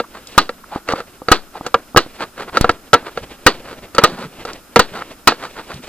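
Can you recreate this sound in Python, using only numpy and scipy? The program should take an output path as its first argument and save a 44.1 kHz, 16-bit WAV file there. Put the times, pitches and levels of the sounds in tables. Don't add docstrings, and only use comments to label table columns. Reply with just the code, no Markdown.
import sys
import numpy as np
from scipy import signal
from scipy.fft import rfft, irfft
from scipy.io import wavfile
from scipy.ndimage import uniform_filter1d

SR = 44100
rng = np.random.default_rng(int(sys.argv[2]) if len(sys.argv) > 2 else 0)


def waveform_to_disk(signal):
    frames = np.transpose(np.atleast_2d(signal))
    scaled = np.clip(frames, -1, 1) * 32767
    samples = np.round(scaled).astype(np.int16)
    wavfile.write(sys.argv[1], SR, samples)


N = 259440


def amp(db):
    return 10 ** (np.asarray(db) / 20)


def unit(x):
    return x / np.sqrt(np.mean(x ** 2) + 1e-20)


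def read(points, hz):
    point_hz, value = np.transpose(points)
    return np.interp(np.log(hz + 1), np.log(point_hz + 1), value)


def add(mix, s, sound):
    part = mix[max(round(s * SR), 0):][:len(sound)]
    part += sound[:len(part)]


def colour(x, spectrum, tilt_db=0):
    hz = np.fft.rfftfreq(len(x), 1 / SR)
    octaves = np.log2(np.maximum(hz, 250) / 1000)
    gain = amp(read(spectrum, hz) + tilt_db * octaves)
    return unit(irfft(rfft(x) * gain, len(x)))


def noise(spectrum, size, tilt_db=0):
    return colour(rng.standard_normal(size), spectrum, tilt_db)


def soften(x, hz):
    lowpass = signal.butter(2, min(hz, SR / 3), fs=SR, output="sos")
    return signal.sosfilt(lowpass, x)


def decay(t, t60):
    return np.exp(-np.log(1000) * t / t60)


def ringing(modes, t, length=1, low_db=0, spread_db=2.5, low_hz=650, detuning=0.012):
    hz, db, t60 = np.transpose(modes)[:, :, None]
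    sign = (-1) ** np.arange(len(modes))[:, None]
    place, detune = rng.standard_normal((2, len(modes), 1))
    size = amp(db + spread_db * place + low_db * (hz < low_hz))
    wave = np.sin(2 * np.pi * hz * (1 + detuning * detune) * t)
    return (sign * size * decay(t, t60 * length) * wave).sum(0)


def touches(rows, t60, rise_s, skirt_db):
    out, t = np.zeros(N), np.arange(SR // 5) / SR
    for s, db, hz in rows:
        band = [(hz / 8, 3 * skirt_db), (hz / 2, skirt_db), (hz, 0),
                (hz * 2, skirt_db), (hz * 8, 4 * skirt_db)]
        envelope = decay(t, t60) * (1 - np.exp(-t / rise_s))
        add(out, s, amp(db) * noise(band, len(t)) * envelope)
    return out


# frequency in Hz, relative level in dB per Hz.
FLOOR_SPECTRUM = [(25, -4.5), (60, -6.5), (130, -16.5), (240, -4.5), (350, -9.5), (450, -17), (1000, -17.5),
                  (1350, -9.5), (2100, -25.5), (4500, -23), (8000, -23), (15000, -25.5)]
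# mean frequency in Hz, rms level in dB before the port gains,
# stop time in seconds (past the end: sounds throughout).
WHINE_TONES = [(5160, -64.5, 6.9), (10218, -71, 6), (12209, -63.5, 6), (13404, -66, .65)]


def background(floor_db=-46, shared_hz=1800, waver_hz=22):
    hz, t = np.fft.rfftfreq(N, 1 / SR), np.arange(N) / SR
    common, *own = rfft(rng.standard_normal((3, N))) * (hz < 15250)
    share = np.clip(0.84 / (1 + (hz / shared_hz) ** 2), 0, 1)
    mixed = [np.sqrt(share) * common + np.sqrt(1 - share) * hiss for hiss in own]
    air = np.array([colour(irfft(port, N), FLOOR_SPECTRUM) for port in mixed])
    waver = unit(uniform_filter1d(rng.standard_normal(N), size=300))
    drift = waver_hz * np.cumsum(waver) / SR
    whine = np.zeros(N)
    for tone_hz, db, stop in WHINE_TONES:
        tone = unit(np.sin(2 * np.pi * (tone_hz * t + drift)))
        whine += amp(db) * tone * (t < stop)
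    return amp(floor_db) * air + whine * amp([[-3], [2]])


# frequency in Hz, relative level in dB per Hz.
RUSTLE_SPECTRUM = [(30, 5), (120, -1), (350, 3.5), (600, 2.5), (1400, -8.5), (2000, -6.5), (2700, -5.5),
                   (4200, -12.5), (5500, -17), (12000, -33)]
# start of the hold in seconds, hold length in seconds,
# median level in dB, treble tilt in dB per octave.
CABLE_SHIFTS = [(0.275, 0.17, -44.5, 3), (2.063, 0.17, -43, 1), (2.542, 0.2, -39, -1.5),
                (3.196, 0.15, -39, .5), (3.467, 0.39, -41, -0.5), (4.412, 0.15, -38.5, 0),
                (4.918, 0.2, -40.5, 0.5), (5.393, 0.36, -46.5, 1.5), (5.748, 0.17, -38.5, 2)]


def handling(held_db=-50, rise_s=0.089, fall_s=0.025, uneven_db=3.5):
    t = np.arange(N) / SR
    out = amp(held_db) * noise(RUSTLE_SPECTRUM, N)
    for start, length, db, tilt_db in CABLE_SHIFTS:
        before, after = np.maximum(start - t, 0), np.maximum(t - start - length, 0)
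        envelope = np.exp(-before / rise_s - after / fall_s)
        out = out + amp(db) * envelope * noise(RUSTLE_SPECTRUM, N, tilt_db)
    smooth = uniform_filter1d(rng.standard_normal(N), size=900)
    lumps = unit(uniform_filter1d(smooth, size=600))
    return amp(uneven_db * lumps) * out


# start in seconds, level in dB,
# hardness as a low-pass cut-off in Hz.
TAP_BLOWS = [(.0, -3.5, 3300), (.492, -8.5, 2880), (0.8877, -4.5, 4560), (.909, -19, 5000),
             (.922, -9.5, 5850), (0.9586, -18, 3900), (.980, -22.5, 4500), (1.003, -17, 4000),
             (1.285, -2.5, 3830), (1.664, -10.5, 7800), (1.7422, 9, 1830), (1.962, 7, 3000),
             (2.5708, 0.5, 5140), (2.6437, 3.5, 2240), (2.693, 8, 2440), (2.9315, 14, 2450),
             (2.9384, 17, 2700), (3.1739, -8, 3100), (3.9477, -17, 6960), (3.9823, 13.5, 2900),
             (4.451, -15, 6000), (4.76, 18, 3230), (5.32, -6, 2500)]
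# nominal frequency in Hz, median level in dB
# before the low-mode shift, 60 dB decay time in seconds before the length factor.
BENCH_MODES = [(225, -22.5, 0.079), (311, -15.5, 0.043), (479.5, -9, 0.063), (560, -12.5, 0.058),
               (737, -8.5, 0.03), (887, -15.5, 0.033), (950, -23, 0.073), (1178, -11, 0.035),
               (1341, -4.5, 0.034), (1650, -18.5, 0.05), (1883, -18, 0.032), (2295, -20, 0.027),
               (2420, -29, 0.013), (2788, -17.5, 0.036), (3550, -24, 0.038), (3920, -17.5, 0.047),
               (4570, -15, 0.036)]
# frequency in Hz, relative level in dB per Hz.
CLATTER_SPECTRUM = [(40, -6.5), (200, 2), (500, 1), (1350, -4.5), (1700, 2), (2300, -5), (4600, -5.5),
                    (5600, -1), (9000, -10.5), (15000, -6)]
# frequency in Hz, relative level in dB per Hz.
ROOM_SPECTRUM = [(40, -28), (150, -5), (300, 6.5), (900, -1.5), (1400, 1.5), (2100, -6.5), (3200, -6),
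                 (4400, -2.5), (5300, -12.5), (8500, -28), (11000, -37), (15000, -42)]


def taps(clatter_db=-11, clatter_t60=0.0495, room_db=-32, room_t60=0.19, ring_length=0.9):
    out, t = np.zeros(N), np.arange(SR // 5) / SR
    for s, level_db, hard_hz in TAP_BLOWS:
        low_db = -1 - 0.21 * level_db
        ring = ringing(BENCH_MODES, t, ring_length, low_db)
        clatter = amp(clatter_db) * noise(CLATTER_SPECTRUM, len(t)) * decay(t, clatter_t60)
        room = amp(room_db) * noise(ROOM_SPECTRUM, len(t)) * decay(t, room_t60)
        add(out, s, amp(level_db) * soften(ring + clatter + room, hard_hz))
    return out


# peak time in seconds,
# half length in seconds (Gaussian deviation), level in dB, mean pitch in Hz.
CONTACT_CHIRPS = [(0.044, 0.0064, -35.5, 1190), (0.642, 0.0029, -34, 1186), (0.73, 0.0094, -27, 814),
                  (.775, 0.0029, -27, 887), (1.557, 0.0028, -24.5, 839), (4.029, 0.0083, -25, 1124)]


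def chirps(wobble=0.18):
    out, t = np.zeros(N), np.arange(SR // 16) / SR
    middle = t[-1] / 2
    for s, half, db, hz in CONTACT_CHIRPS:
        roughness = unit(uniform_filter1d(rng.standard_normal(len(t)), size=60))
        pitch = hz * (1 + wobble * roughness)
        swell = np.exp(-.5 * ((t - middle) / half) ** 2)
        tone = unit(np.sin(2 * np.pi * np.cumsum(pitch) / SR))
        add(out, s - middle, amp(db) * swell * tone)
    return out


# peak time in seconds,
# length in seconds (rise plus fall deviations), level in dB.
SCRAPE_STROKES = [(0.165, 0.04, -34), (0.361, 0.02, -39), (0.752, 0.052, -30.5), (0.909, 0.036, -21),
                  (0.983, 0.052, -29.5), (1.308, 0.024, -22.5), (1.566, 0.037, -34.5),
                  (1.665, 0.035, -33.5), (2.224, 0.032, -19), (2.411, 0.042, -25), (2.49, 0.017, -27.5),
                  (2.564, 0.033, -21.5), (2.676, 0.015, -27), (3.073, 0.029, -26.5), (3.703, .066, -34),
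                  (3.967, 0.018, -28.5), (4.028, 0.019, -22), (4.127, 0.068, -33.5), (4.216, .06, -27),
                  (4.492, 0.034, -27.5), (4.972, 0.046, -25.5), (5.018, 0.015, -25.5),
                  (5.445, 0.056, -28.5), (5.591, 0.037, -28), (5.713, 0.027, -27)]
# frequency in Hz, relative level in dB per Hz.
RUB_SPECTRUM = [(40, -24), (150, -4.5), (450, 3), (900, 1), (1350, 2.5), (2000, -5.5), (3000, -9.5),
                (4600, -7.5), (5400, -13.5), (9000, -13), (15000, -6)]


def scrapes(slips_per_s=700, smooth=1.0, chatter_db=1.0, rise_share=0.52,
            typical_s=0.043, typical_hz=4100, brightening=0.31):
    out, t = np.zeros(N), np.arange(SR // 3) / SR
    for s, length, db in SCRAPE_STROKES:
        rise, fall = length * rise_share, length * (1 - rise_share)
        bright_hz = typical_hz * (length / typical_s) ** brightening
        start = max(s - t[-1] / 2, 0)
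        since = start + t - s
        stroke = np.exp(-.5 * (since / np.where(since < 0, rise, fall)) ** 2)
        slips = rng.standard_normal(len(t)) * (rng.random(len(t)) < slips_per_s / SR)
        chatter = unit(uniform_filter1d(rng.standard_normal(len(t)), size=200))
        rubbing = unit(slips) + smooth * rng.standard_normal(len(t))
        grit = colour(amp(chatter_db * chatter) * rubbing, RUB_SPECTRUM)
        add(out, start, amp(db) * stroke * unit(soften(grit, bright_hz)))
    return out


# start in seconds, level in dB.
WIRE_TICKS = [(0.271, -28), (.320, -38), (0.493, -38), (1.665, -24), (2.713, -30), (3.9492, -22.5),
              (4.451, -29), (4.532, -29), (5.741, -33), (5.824, -46)]


def ticks(pitch_hz=4600):
    rows = [(s, db, pitch_hz) for s, db in WIRE_TICKS]
    return touches(rows, t60=0.034, rise_s=0.00023, skirt_db=-16.0)


# start in seconds, crack level in dB,
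# treble tilt in dB per octave, room tail level in dB, low ring shift in dB, electrical kick level in dB.
SPARK_FIRINGS = [(0.378, 16.5, -3.5, -9.5, -14, 12), (1.3157, 17, -1.5, -7, -2.5, 15.5),
                 (1.9712, 15, -1, -9.5, -0.5, 11.5), (2.611, -14.5, 7, -21, -11, 15),
                 (3.4641, 18.5, -1.5, -6, -4, 12), (4.037, 16, -0.5, -9.5, 2, 8),
                 (4.7926, 13, -1.5, -10.5, -0.5, 9.5), (5.2731, 18, -1, -6.5, -6.5, -2)]


def kicks(kick_s=0.00058, recover_s=0.046, undershoot=0.02, fizz=0.28, unequal_db=3):
    out, t = np.zeros((2, N)), np.arange(SR // 4) / SR
    for s, *_, kick_db in SPARK_FIRINGS:
        for channel in out:
            stretch, depth = amp(unequal_db * rng.standard_normal(2))
            pulse = np.exp(-t / (kick_s * stretch)) * (1 + fizz * rng.standard_normal(len(t)))
            swing = undershoot * depth * np.exp(-t / recover_s)
            add(channel, s, amp(kick_db) * (pulse - swing))
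    return out


# frequency in Hz, relative level in dB per Hz before the low shift and tilt.
CRACK_SPECTRUM = [(40, -28), (250, -8), (500, -4), (900, -5), (1350, 2.5), (2100, -15.5), (4400, -6.5),
                  (5600, -16.5), (9000, -25), (15000, -68)]
# nominal frequency in Hz, median level in dB
# before the low shift, 60 dB decay time in seconds before the length factor.
NOOK_MODES = [(493, -9, 0.057), (596, -12, 0.04), (797, -15.5, 0.052), (970, -9, 0.045),
              (1250, -5.5, 0.052), (1330, -13, 0.042), (1430, -12, 0.026), (1632, -10, 0.045),
              (1878, -11.5, 0.052), (2524, -20, 0.053), (2865, -16, 0.054), (4020, -17.5, 0.066),
              (4380, -21.5, 0.059)]


def cracks(flight_s=0.0014, crack_t60=0.028, ring_db=-2.0, room_t60=0.15, build_s=.003, echoes_per_s=8000):
    out, t = np.zeros(N), np.arange(SR // 4) / SR
    for s, crack_db, tilt_db, room_db, low_db, _ in SPARK_FIRINGS:
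        spectrum = [(hz, db + low_db * (hz < 650)) for hz, db in CRACK_SPECTRUM]
        crack = noise(spectrum, len(t), tilt_db) * decay(t, crack_t60)
        ring = amp(ring_db) * ringing(NOOK_MODES, t, length=0.8, low_db=low_db)
        echoes = rng.standard_normal(len(t)) * (rng.random(len(t)) < echoes_per_s / SR)
        envelope = decay(t, room_t60) * (1 - np.exp(-t / build_s))
        room = amp(room_db) * colour(echoes, ROOM_SPECTRUM) * envelope
        add(out, s + flight_s, amp(crack_db) * (crack + ring) + room)
    return out


# start in seconds, level in dB, low-pass cut-off in Hz.
CABLE_KNOCKS = [(0.7596, -8.5, 1600), (.936, -5, 1900), (1.218, -17, 1500), (1.610, -15, 1600),
                (1.947, -9, 1400), (2.062, -19, 596), (3.027, -20.5, 700)]
# nominal frequency in Hz, median level in dB, 60 dB decay time in seconds.
CABLE_MODES = [(294, -3, 0.022), (520, -12, 0.051), (786, -0.5, 0.0093), (1250, -7.5, 0.025)]


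def knocks():
    out, t = np.zeros(N), np.arange(SR // 10) / SR
    for s, level_db, soft_hz in CABLE_KNOCKS:
        add(out, s, amp(level_db) * soften(ringing(CABLE_MODES, t), soft_hz))
    return out


# start in seconds, level in dB, pitch in Hz.
HAND_BUMPS = [(3.21, -25.5, 100), (4.085, -20, 282), (4.12, -22, 150), (4.185, -23, 220), (4.235, -22, 170),
              (4.915, -30, 146), (5.735, -24, 119), (5.775, -28, 222)]


def bumps():
    return touches(HAND_BUMPS, t60=0.14, rise_s=0.0093, skirt_db=-13.0)


# frequency in Hz, left lead in radians before the low-frequency merging.
PHASE_LEAD = [(100, -0.3), (1200, 0.3343), (2200, 0.37), (3800, 1.5), (5000, 2), (6900, 5), (8000, 6.5),
              (15000, 9)]
# frequency in Hz, left minus right in dB before the low-frequency merging.
LEVEL_BALANCE = [(500, 0.5), (1500, -0.9), (2600, -1), (4600, -5), (5700, 8), (7000, 0), (8600, 2),
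                 (15000, 6)]


def ports(x):
    hz = np.fft.rfftfreq(N, 1 / SR)
    apart = 1 - np.exp(-(hz / 500) ** 2)
    left = amp(apart * read(LEVEL_BALANCE, hz) / 2)
    right = np.exp(-1j * apart * read(PHASE_LEAD, hz)) / left
    return irfft(rfft(x) * np.array([left, right]), N)


def scene():
    hand = handling() + taps() + chirps() + scrapes() + ticks() + knocks() + bumps()
    return background() + kicks() + ports(hand + cracks())


def record(dry, edge_hz=15900):
    clipped = np.clip(dry, -.98, .98)
    lowpass = signal.firwin(511, edge_hz, window=("kaiser", 9), fs=SR)
    return signal.oaconvolve(clipped, lowpass[None], "same")


dry = scene()
out = record(dry)
waveform_to_disk(out)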